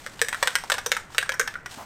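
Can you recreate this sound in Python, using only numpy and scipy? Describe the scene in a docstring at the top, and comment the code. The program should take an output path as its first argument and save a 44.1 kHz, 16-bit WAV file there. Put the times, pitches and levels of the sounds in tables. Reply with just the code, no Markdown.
"""Faint outdoor air and a sleeve's swish come first, then the quick, sharp clicks of a spray can shaken hard.
The can's mixing ball strikes its ends and wall: each blow sums a noise crack, damped steel modes and a hollow knock.
Each click bounces off the ground and dies away between stone walls, by convolution with noise.
Air and cloth are filtered noise; a soft scuff of noise with a small low thud follows at the end."""
import sys
import numpy as np
from scipy import signal
from scipy.fft import rfft, irfft
from scipy.io import wavfile
from scipy.ndimage import uniform_filter1d, map_coordinates

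SR = 44100
rng = np.random.default_rng(int(sys.argv[2]) if len(sys.argv) > 2 else 0)


def generate_wav(sig):
    """Save sig (samples, or channels by samples) to the path in sys.argv[1] as 16-bit PCM at SR."""
    pcm = np.round(np.clip(np.atleast_2d(sig).T, -1, 1) * 32767).astype(np.int16)
    wavfile.write(sys.argv[1], SR, pcm)


N = 81585
T = np.arange(SR // 8) / SR  # time axis of one short sound, s
HZ = np.fft.rfftfreq(16384, 1 / SR)  # frequency axis of its filters


def amp(db):
    """Level law: decibels to amplitude gain."""
    return 10 ** (np.asarray(db) / 20)


def fade(t, t60):
    """Exponential damping: the level falls 60 dB in t60 seconds."""
    return np.exp(-np.log(1000) * t / t60)


def unit(x):
    """Energy normalization: the squared samples sum to 1."""
    return x / np.linalg.norm(x)


def along(points, hz):
    """Spectral envelope: (Hz, value) points joined by lines over log frequency."""
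    point_hz, value = np.transpose(points)
    return np.interp(np.log(hz + 1), np.log(point_hz + 1), value)


def add(track, s, x):
    """Superposition: mix x into the track from time s in seconds."""
    part = track[max(0, round(s * SR)):][:len(x)]
    part += x[:len(part)]


def colour(x, db):
    """Minimum-phase filtering: folding the cepstrum makes the response db, given on HZ, causal."""
    cepstrum = irfft(db * np.log(10) / 20)
    half = len(cepstrum) // 2
    cepstrum[1:half] *= 2
    cepstrum[half + 1:] = 0
    response = np.exp(rfft(cepstrum))
    return irfft(rfft(x, len(cepstrum)) * response)[:len(x)]


def burst(t60, hold=0, size=220):
    """Transient noise: a damped puff, whitened by its own spectrum smoothed over size bins."""
    puff = rng.standard_normal(len(T)) * fade(np.maximum(T - hold, 0), t60)
    power = uniform_filter1d(abs(rfft(puff, 2 * len(HZ) - 2)) ** 2, size)
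    whitening_db = -10 * np.log10(abs(power) + 1e-12)
    return unit(colour(puff, whitening_db))


def noise(spectrum):
    """Spectral shaping: steady Gaussian noise filtered to the given envelope, at rms 1."""
    gain = amp(along(spectrum, np.fft.rfftfreq(2 * N, 1 / SR)))
    x = irfft(rfft(rng.standard_normal(2 * N)) * gain)[:N]
    return x / x.std()


def mode(hz, t60, spread):
    """Modal vibration: one damped sine of energy 1, random in sign and detuned by a relative spread."""
    detuned_hz = hz * (1 + spread * rng.standard_normal())
    ringing = np.sin(2 * np.pi * detuned_hz * T) * fade(T, t60)
    return rng.choice([-1, 1]) * unit(ringing)


def air():
    """Ambient noise: steady random pressure, strongest in the bass."""
    # Each row: frequency in Hz, relative density in dB per Hz.
    air_spectrum = [(20, 4), (50, -0.5), (110, 1.5), (220, -3), (400, -6), (1000, -9), (2000, -8.5),
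                    (5000, -41), (15000, -58)]
    return amp(-49) * noise(air_spectrum)


def sleeve():
    """Friction noise: cloth swishes as the arm moves, its level uneven with a fine random grain."""
    # Level contour of the swish. Each row: time in seconds, level in dB before trim and grain.
    swish_levels = [(0, -48), (.12, -50), (.26, -51), (.39, -44.5), (.6, -44.5), (.79, -57), (.97, -45.5),
                    (1.07, -61.5), (1.14, -44.5), (1.2, -49.5), (1.34, -60), (1.5, -52), (1.64, -65.5),
                    (1.71, -46.5), (1.727, -40), (1.759, -45.5), (1.81, -47.5), (1.85, -50.5)]
    # Each row: frequency in Hz, relative density in dB per Hz.
    swish_spectrum = [(200, -47), (700, 9), (1800, 3), (3000, 5), (5000, 2.5), (8500, 1), (10500, -9.5),
                      (14000, -8), (16500, -22)]
    trim_db, rough_db, grain_hz = -1, 2, 173.3
    s, db = np.transpose(swish_levels)
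    t = np.arange(N) / SR
    grain = map_coordinates(rng.standard_normal(N), [t * grain_hz])  # smoothly joined random values
    level_db = trim_db + np.interp(t, s, db) + rough_db * grain
    return amp(level_db) * noise(swish_spectrum)


def crack(t60):
    """Impact noise: steel on steel gives a held, then dying burst plus a fainter chatter."""
    # Each row: frequency in Hz, relative density in dB per Hz.
    crack_spectrum = [(100, -45.5), (300, -31), (550, -16.5), (850, -7.5), (1200, -2.5), (1650, 1.5),
                      (2050, -1.5), (2700, -5), (3700, -4), (4500, -11), (5800, -10.5), (7000, -16),
                      (8100, -13), (9000, -13), (10300, -24.5), (12000, -23.5), (13400, -19), (15000, -26),
                      (16500, -51)]
    contact_s = 0.0012  # the burst holds this long before it dies
    chatter_db, chatter_t60_s = -10, 0.015
    raw = burst(t60, contact_s) + amp(chatter_db) * burst(chatter_t60_s)
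    return unit(colour(raw, along(crack_spectrum, HZ)))


def shell_ring():
    """Modal superposition: the thin shell rings in damped modes, slightly different at each strike."""
    # Each row: nominal frequency in Hz, mean relative level in dB, t60 in seconds.
    can_modes = [(1005, -11.5, 0.036), (1415, -10, 0.052), (1534, -4.5, 0.039), (1710, -2.5, 0.037),
                 (1813, -7.5, 0.047), (1886, -17, 0.11), (2277, -7.5, 0.062), (3740, -15, 0.04),
                 (5960, -18, 0.022), (5850, -23, 0.025), (7720, -22, 0.017), (8890, -21.5, .025)]
    spread, scatter_db = 0.03, 0.5
    return sum(amp(db + rng.normal(0, scatter_db)) * mode(hz, t60, spread) for hz, db, t60 in can_modes)


def hollow_knock(hz):
    """Resonance: the can's hollow low note is one damped mode in a band filter."""
    t60_s, spread = 0.046, 0.0074
    band_db = along([(150, -43.5), (430, -2.5), (620, 3), (1200, -9)], HZ)
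    return unit(colour(mode(hz, t60_s, spread), band_db))


def resonance_db(centre_hz, width_hz, lift_db):
    """Resonance curve: a Lorentzian lift in dB, at half its height width_hz from the centre."""
    return lift_db / (1 + ((HZ - centre_hz) / width_hz) ** 2)


def strike(crack_ms, knock_hz, shell_hz, zing_hz, knock_db, low_db, presence_db, treble_db):
    """Impact excitation: crack and shell ring keep one balance; tint and hollow knock level vary per strike."""
    crack_db, ring_db, knock_base_db = 1, -5.5, -14
    lift = resonance_db(shell_hz, 204, 8.5) + resonance_db(zing_hz, 300, 8.5)
    crack_t60 = max(crack_ms, 2) / 1000
    steel = amp(crack_db) * colour(crack(crack_t60), lift) + amp(ring_db) * shell_ring()
    # (Hz, dB); the treble value holds up to the top
    tint = [(300, 0), (700, low_db), (1000, low_db), (1350, 0), (2100, 0),
            (2800, presence_db), (4600, presence_db), (5400, treble_db)]
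    return colour(steel, along(tint, HZ)) + amp(knock_base_db + knock_db) * hollow_knock(knock_hz)


def yard(x, onset_s=0.004):
    """Diffuse reverberation: convolution with a noise tail whose decay time depends on frequency."""
    # Decay between the stone walls. Each row: frequency in Hz, t60 in seconds.
    yard_decay = [(200, 0.18), (600, .3), (1700, 0.32), (4000, 0.26), (8000, 0.31), (15000, 0.19)]
    hz, t, grains = signal.stft(rng.standard_normal(SR // 2), SR, nperseg=256)
    decay = fade(t, along(yard_decay, hz)[:, None])
    onset = 1 - np.exp(-t / onset_s)
    tail = signal.istft(grains * decay * onset, SR, nperseg=256)[1]
    return signal.fftconvolve(x, unit(tail))


def echo(click, db, smear_s):
    """Diffuse reflection: a surface smears the click over a short noise burst with t60 smear_s."""
    return amp(db) * signal.fftconvolve(click, burst(smear_s))


def can():
    """Image sources: every strike is heard direct, then off the ground, the walls and the whole yard."""
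    # Ball strikes. Each row: start in seconds, delay of the ground echo in ms, t60 of the crack in ms
    # (at least 2 is used), relative level in dB, nominal knock in Hz, favoured shell resonance in Hz,
    # favoured treble resonance in Hz, then relative dB of the hollow knock, low mids, presence, treble.
    strikes = [(0.064, 6.5, 2.8, -36, 546, 1720, 7840, 10.5, 1, 2, 1.5),
               (0.193, 6.0, 8.0, -40.5, 585, 1550, 7550.0, -3, 9, 7, -1),
               (0.2158, 6.0, 4, -21.0, 460, 1760, 7980, 9, -4.5, 3.0, 6.5),
               (0.285, 5.5, 9.2, -29, 577, 1860, 8100, -1.5, 1.5, -1, 5),
               (0.3277, 6.0, 11, -28.5, 580.0, 1860, 8800, -5.0, 4.5, 0, -2.5),
               (0.345, 5.0, 13, -29.5, 520, 1280.0, 8500, -11, 1, -5.5, -4.5),
               (0.427, 5.0, 16, -22, 511, 1900.0, 7800, 10.0, 8, 2, 3.5),
               (0.4734, 5.0, 8.4, -22, 512, 1550, 8300, 2, 2, 3.5, 2.5),
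               (0.5542, 4.7, 4.2, -20.5, 516, 1780, 8540.0, -8.5, -5.5, 5, 4.5),
               (0.638, 5.0, 10, -42, 450, 1250, 5400, -3, 17, 1, 4),
               (0.6997, 5.0, 11, -23, 510.0, 1440, 7750.0, -0.5, 4, -1.5, 3),
               (0.7189, 4.8, 12.4, -25, 518, 1700, 7400, 11.0, 10.5, 7, 6.5),
               (0.7407, 5.0, 8.3, -31.5, 518, 1600, 8510.0, 10.5, 5.5, 3.5, 5.0),
               (0.782, 5.0, 35, -30, 550, 1530, 5800, -11, 9, 0.5, 0.5),
               (0.8618, 4.2, 18, -32.5, 486, 1460, 6020, 17, 8.5, 5, 13),
               (0.9177, 5.0, 3.2, -21, 502, 2300.0, 6850, 6, 0.5, 2, 4),
               (0.967, 4.5, 15, -27, 510.0, 1370, 8300, -13, 2.5, -5, -2.5),
               (1.103, 1.8, 7.3, -56, 450.0, 1370.0, 5610.0, -0.0, 18, -6.0, -4),
               (1.147, 4.0, 13, -39.5, 452, 1260, 5540, 9, 3, 1, 1),
               (1.182, 4.2, 1.8, -20, 507, 1840, 8400, 3, -5.5, 6.5, 3.5),
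               (1.2274, 4.0, 15, -29.5, 443, 1600, 5500.0, -3, 5, -5, -2),
               (1.26, 4.0, 13, -38.5, 585, 1270, 5640.0, -11.0, 1, -6.0, -10),
               (1.2927, 4.0, 3.8, -23, 527, 1480, 6550, 6, -6, -2, -1.5),
               (1.32, 4.0, 10, -33, 535, 1630, 5900, 7, 6, 4, 1),
               (1.34, 4.0, 24, -34, 500.0, 1600, 5500.0, -27, 5.5, -26, -0.5),
               (1.396, 4.0, 22, -20, 467, 1450, 6450, 6, -3.5, -6, 3.5),
               (1.4118, 4.0, 6.3, -28, 530, 1550, 6600, 8.5, -26, -5.5, 0),
               (1.476, 3.0, 24, -28, 600, 1640, 5500.0, -8, 7.5, -2, -1),
               (1.54, 4.0, 10, -40.5, 605, 1410, 6160, 2, -20, -0.5, -2),
               (1.555, 4.0, 4.9, -33, 450, 1410, 5500.0, -21, -5, -17, -26),
               (1.6598, 4.0, 25, -33.0, 407, 1940.0, 5600, -1, 2.5, -5, -2)]
    # Each row: delay in seconds, level in dB relative to the click.
    wall_echoes = [(.0105, -17), (0.0163, -22.5), (0.0215, -29), (0.031, -19.5)]
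    strike_db, ground_db, yard_db = 24, -5.5, -11
    ground_smear_s, wall_smear_s = 0.0081, 0.0084
    out = np.zeros(N)
    for s, echo_ms, crack_ms, db, *tone in strikes:
        click = amp(strike_db + db) * strike(crack_ms, *tone)
        add(out, s, click)
        add(out, s + echo_ms / 1000, echo(click, ground_db, ground_smear_s))
        for delay, echo_db in wall_echoes:
            add(out, s + delay, echo(click, echo_db, wall_smear_s))
        add(out, s, amp(yard_db) * yard(click))
    return out


def scuff():
    """Friction and impact: a soft dull scuff of noise, probably a shoe, with one damped low mode as its thud."""
    # Each row: frequency in Hz, relative density in dB per Hz.
    scuff_spectrum = [(80, -29), (240, -3), (400, -7), (700, 4.5), (1000, 1), (1500, -7.5), (3000, -21),
                      (10000, -26)]
    start_s, attack_s, hold_s, t60_s, scuff_db = 1.774, 0.0065, 0.042, 0.22, -40
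    thud_hz, thud_t60_s, thud_db = 255, 0.042, -15.5  # the weight behind the scuff
    t = np.arange(N) / SR - start_s
    attack = np.clip(t / attack_s, 0, 1)
    shape = attack * fade(np.maximum(t - hold_s, 0), t60_s)
    out = amp(scuff_db) * shape * noise(scuff_spectrum)
    add(out, start_s, amp(thud_db) * mode(thud_hz, thud_t60_s, spread=0.016))
    return out


def scene():
    """Superposition: air, sleeve, can and scuff sum in one channel."""
    return (air() + sleeve() + can() + scuff())[None]


def record(dry):
    """Clipping and band limiting: samples stop at full scale, then nothing passes above top_hz."""
    top_hz = 16400
    hz = np.fft.rfftfreq(2 * N, 1 / SR)
    clipped = np.clip(dry, -1, 1)
    return irfft(rfft(clipped, 2 * N) * (hz < top_hz))[:, :N]


dry = scene()
out = record(dry)
generate_wav(out)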